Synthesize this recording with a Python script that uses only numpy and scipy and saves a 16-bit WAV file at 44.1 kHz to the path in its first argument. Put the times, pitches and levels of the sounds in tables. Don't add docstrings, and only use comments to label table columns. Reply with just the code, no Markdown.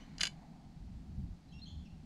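import sys
import numpy as np
from scipy import signal
from scipy.fft import rfft, irfft, next_fast_len
from scipy.io import wavfile
from scipy.ndimage import uniform_filter1d

SR = 44100
rng = np.random.default_rng(int(sys.argv[2]) if len(sys.argv) > 2 else 0)


def materialize(psi):
    bounded = np.clip(np.atleast_2d(psi).T, -1, 1)
    quanta = np.round(bounded * 32767).astype(np.int16)
    wavfile.write(sys.argv[1], SR, quanta)


N = 90404


def undb(db):
    return 10 ** (np.asarray(db) / 20)


def unit(x):
    return x / np.sqrt(np.mean(x ** 2))


def curve(points, t):
    return undb(np.interp(t, *np.array(points).T))


def colour(x, points, focus_hz=4000, falloff_db=0):
    size = next_fast_len(2 * len(x))
    octave = np.log2(np.maximum(np.fft.rfftfreq(size, 1 / SR), 1))
    hz, db = np.array(points).T
    distance = np.minimum(abs(octave - np.log2(focus_hz)), 2)
    db = np.interp(octave, np.log2(hz), db) - falloff_db * distance
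    cepstrum = irfft(np.log(undb(db)), size)
    cepstrum[1:size // 2] *= 2
    cepstrum[size // 2 + 1:] = 0
    response = np.exp(rfft(cepstrum))
    return irfft(rfft(x, size) * response, size)[:len(x)]


def noise(points):
    return unit(colour(rng.standard_normal(N), points))


def walk(rate_hz):
    width = max(int(SR / rate_hz), 1)
    once = uniform_filter1d(rng.standard_normal(N), width)
    return unit(uniform_filter1d(once, width))


def fade(t, t60):
    return np.exp(-np.log(1000) * t / t60)


def add(out, start, x):
    i = max(int(start * SR), 0)
    out[i:i + len(x)] += x[:len(out) - i]


def echo(x, t, t60, delay):
    tail = rng.standard_normal(N) * fade(t, t60) * (t > delay)
    return signal.fftconvolve(x, tail / np.linalg.norm(tail))[:N]


# start_s, level_db, focus_hz, falloff_db (per octave either side; negative rises),
# chatter_s (time constant)
REEL_CONTACTS = [(0.1819, -11, 4670, 9, 0.0012), (0.1948, -9, 1470, 10, 0.0028),
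                 (0.1996, -30, 2700, -9, 0.0024), (0.207, 2, 4560, 3, 0.0033),
                 (0.211, 4.5, 2700, 6.5, 0.0029), (0.22, -20, 3600, -6.5, 0.0022),
                 (0.2236, 1, 8000, 22.5, 0.0075), (0.233, 2.5, 4080, 0.5, 0.00037),
                 (0.2346, 1.5, 2780, 1.5, 0.0019), (0.2404, -12.5, 3030, -3.5, 0.0017),
                 (0.2532, 0.5, 3560, 7, 0.00054), (0.2573, -15, 4000, -6, 0.0022),
                 (0.2689, -2, 4040, 6.5, 0.0017), (0.2732, -7, 3420, 1, 0.0011)]
# pitch_hz, level_db (relative), t60_s
REEL_MODES = [(1552, 5.5, 0.025), (1637, -7, 0.044), (2274, -10, 0.13), (2160, -8, 0.031),
              (2770, -9, 0.039), (2860, 5, 0.036), (3008, 1, 0.057), (3480, 0.5, 0.026), (4118, 6, 0.03),
              (4340, -27, 0.023), (4666, -2.5, 0.027), (4825, 9.5, 0.025), (6580, -2, 0.048)]
# freq_hz, level_db
CRACK_SPECTRUM = [(150, -43), (300, -8), (500, -8.5), (1000, -9.5), (1300, -5.5), (1600, -2), (3000, -1),
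                  (3750, -5), (4700, -1), (5700, -4), (7300, -2), (8200, -15.5), (10300, -11),
                  (11200, -25.5), (14000, -30), (15500, -34)]
CRACK_DB, RING_DB = -3.5, -39.5
RING_ATTACK_S = .0006
DECK_DB, DECK_T60_S, DECK_DELAY_S = -16.5, 0.15, 0.0063


def reel(t):
    out, age = np.zeros(N), t[:SR // 8]
    attack = 1 - np.exp(-age / RING_ATTACK_S)
    for start, db, focus_hz, falloff_db, chatter in REEL_CONTACTS:
        grit = rng.standard_normal(len(age)) * age * np.exp(-age / chatter)
        crack = colour(grit / np.linalg.norm(grit), CRACK_SPECTRUM, focus_hz, falloff_db)
        ring = np.zeros(len(age))
        for hz, mode_db, t60 in REEL_MODES:
            gain = undb(mode_db - falloff_db * abs(np.log2(hz / focus_hz)))
            ring += gain * fade(age, t60) * np.sin(2 * np.pi * (hz * age + rng.random()))
        contact = undb(CRACK_DB) * crack + undb(RING_DB) * ring * attack
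        add(out, start, undb(db) * contact)
    return out + undb(DECK_DB) * echo(out, t, DECK_T60_S, DECK_DELAY_S)


# start_s, level_db
SWISH_LEVEL = [(0, -62), (.06, -66), (.17, -67.5), (.33, -70), (.5, -75.5), (.8, -97.5)]
# freq_hz, level_db
SWISH_SPECTRUM = [(500, 4), (800, 9), (1300, 0), (2200, 5), (3000, -8.5), (3600, -6), (4300, 0),
                  (5400, -14), (6500, -10), (9000, -21.5), (14000, -34.5)]
# start_s, level_db
WHIRR_LEVEL = [(.25, -77.5), (.38, -66), (.416, -70.5), (.423, -60.5), (.44, -61), (.47, -69), (.56, -69),
               (.72, -73), (.9, -87)]
WHIRR_HZ, WHIRR_WIDTH_HZ = 754, 225


def cast(t):
    band = signal.iirpeak(WHIRR_HZ, WHIRR_HZ / WHIRR_WIDTH_HZ, fs=SR)
    once = signal.lfilter(*band, rng.standard_normal(N))
    whirr = unit(signal.lfilter(*band, once))
    swish = noise(SWISH_SPECTRUM)
    return swish * curve(SWISH_LEVEL, t) + whirr * curve(WHIRR_LEVEL, t)


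# peak_s, level_db, pitch_hz, rise_s, fall_s (time constants)
BUMPS = [(.08, -67, 70, 0.025, 0.048), (0.221, -51, 66, 0.069, 0.029), (.35, -57.5, 32, 0.062, 0.016),
         (0.662, -50.5, 75, 0.0067, 0.021), (0.851, -47, 52, 0.064, 0.028), (0.957, -46, 60, 0.049, 0.039),
         (1.111, -51, 62, 0.047, 0.052), (1.194, -36.5, 76, 0.021, .028), (1.251, -43, 95, 0.032, 0.015),
         (1.31, -46.5, 46, 0.044, 0.022), (1.462, -54, 54, 0.0099, 0.024), (1.58, -51, 60, 0.053, 0.06),
         (1.68, -65, 54, 0.025, 0.095), (1.768, -44, 82, 0.042, 0.043), (1.938, -54.5, 65, 0.083, 0.11)]
# multiple (of its pitch), level_db (relative)
BUMP_TONES = [(1, -1.5), (2.35, -17)]
# freq_hz, level_db
SLOSH_SPECTRUM = [(8, -32.5), (18, -18.5), (30, -0.5), (55, -2.5), (80, 1.5), (115, -5), (190, -7.5),
                  (260, -20.5), (400, -41.5), (900, -71)]
# freq_hz, level_db
HUM_SPECTRUM = [(20, -6), (60, -6), (115, -16), (150, 1), (172, 0), (210, -5.5), (260, -6.5), (330, -18.5),
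                (430, -28), (800, -61)]
# start_s, level_db
HUM_LEVEL = [(0, -52.5), (.5, -54), (.8, -56.5), (1.1, -52.5), (1.25, -52.5), (1.37, -53.5), (1.42, -62.5),
             (1.47, -55.5), (1.8, -54.5), (2.05, -55)]
SLOSH_DB = -1
PITCH_WANDER, WANDER_RATE_HZ = 0.086, 44


def hull(t):
    out = np.zeros(N)
    wander = 1 + PITCH_WANDER * walk(WANDER_RATE_HZ)
    slosh = undb(SLOSH_DB) * noise(SLOSH_SPECTRUM)
    for peak, db, hz, rise, fall in BUMPS:
        cycles = hz * np.cumsum(wander) / SR + rng.random()
        tone = np.zeros(N)
        for multiple, tone_db in BUMP_TONES:
            tone += undb(tone_db) * np.sqrt(2) * np.sin(2 * np.pi * multiple * cycles)
        swell = np.exp(-np.where(t < peak, (peak - t) / rise, (t - peak) / fall))
        out += undb(db) * swell * (tone + slosh)
    return out + curve(HUM_LEVEL, t) * noise(HUM_SPECTRUM)


# start_s, length_s, first_hz, middle_hz, last_hz, level_db, octave_db (overtone, relative),
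# roughness (0-1)
BIRD_NOTES = [(0.002, 0.033, 2840, 2976, 3030, -68.5, -5, 0.5),
              (1.481, 0.058, 3940, 4000, 3880, -74.5, -27, 0.53),
              (1.518, 0.006, 3400, 3250, 3050, -68, -11, 0.55),
              (1.529, 0.061, 2550, 2752, 2750, -66.5, -6, 0.22),
              (1.587, 0.016, 3470, 3690, 3820, -68, -21, .5),
              (1.614, 0.028, 3610, 4194, 4213, -56, -51, 0.09),
              (1.655, .018, 3400, 3190, 3250, -61, -11.5, 0.42),
              (1.675, 0.017, 3290, 3423, 3090, -59.5, -13.5, .3),
              (1.849, 0.0224, 2520, 2745, 2570, -69, -9, 0.8)]
NOTE_ATTACK_S, NOTE_RELEASE_S = 0.0063, 0.0085
WARBLE, WARBLE_RATE_HZ = .05, 600
SHORE_DB, SHORE_BLUR_HZ, SHORE_T60_S = -3, 375, .65


def bird(t):
    out, age = np.zeros(N), t[:SR // 2]
    for start, length, first_hz, middle_hz, last_hz, db, octave_db, rough in BIRD_NOTES:
        u = np.minimum(2 * age / length - 1, 1)
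        end_hz = np.where(u < 0, first_hz, last_hz)
        hz = middle_hz + (end_hz - middle_hz) * u ** 4
        warble = 1 + WARBLE * rough * walk(WARBLE_RATE_HZ)[:len(age)]
        phase = 2 * np.pi * np.cumsum(hz * warble) / SR
        release = np.exp(-np.maximum(age - length, 0) / NOTE_RELEASE_S)
        swell = np.minimum(age / NOTE_ATTACK_S, 1) * release
        direct = swell * np.sqrt(2) * (np.sin(phase) + undb(octave_db) * np.sin(2 * phase))
        scatter = (walk(SHORE_BLUR_HZ) + 1j * walk(SHORE_BLUR_HZ))[:len(age)]
        tone = np.exp(2j * np.pi * middle_hz * age)
        blurred = np.real(scatter * (tone + undb(octave_db) * tone ** 2))
        glow = blurred * np.minimum(age / length, 1) * fade(age, SHORE_T60_S)
        add(out, start, undb(db) * (direct + undb(SHORE_DB) * glow))
    return out


# freq_hz, level_db
BAY_SPECTRUM = [(300, 2.5), (480, -0.5), (600, 2), (780, 7), (1000, -2.5), (1500, -5.5), (2500, -8),
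                (3500, -9.5), (4400, -7), (5500, -11.5), (7500, -15.5), (10000, -23), (13000, -29.5),
                (15500, -51)]
BAY_DB, BAY_SWELL_DB, BAY_SWELL_RATE_HZ = -69, 0.16, 3.5


def bay():
    level = undb(BAY_DB + BAY_SWELL_DB * walk(BAY_SWELL_RATE_HZ))
    return level * noise(BAY_SPECTRUM)


SIDE_NOISE_DB = -93.5


def side_noise():
    spectrum = [(200, 1.5), (700, -2.5), (2000, -13), (5000, -7.5), (12000, 5), (15500, 6.5)]
    return undb(SIDE_NOISE_DB) * noise(spectrum) * np.array([[1], [-1]])


def scene():
    t = np.arange(N) / SR
    return reel(t) + cast(t) + hull(t) + bird(t) + bay() + side_noise()


TOP_HZ = 15700


def record(dry):
    low_pass = signal.ellip(10, .2, 70, TOP_HZ, fs=SR, output="sos")
    return signal.sosfilt(low_pass, dry)


dry = scene()
out = record(dry)
materialize(out)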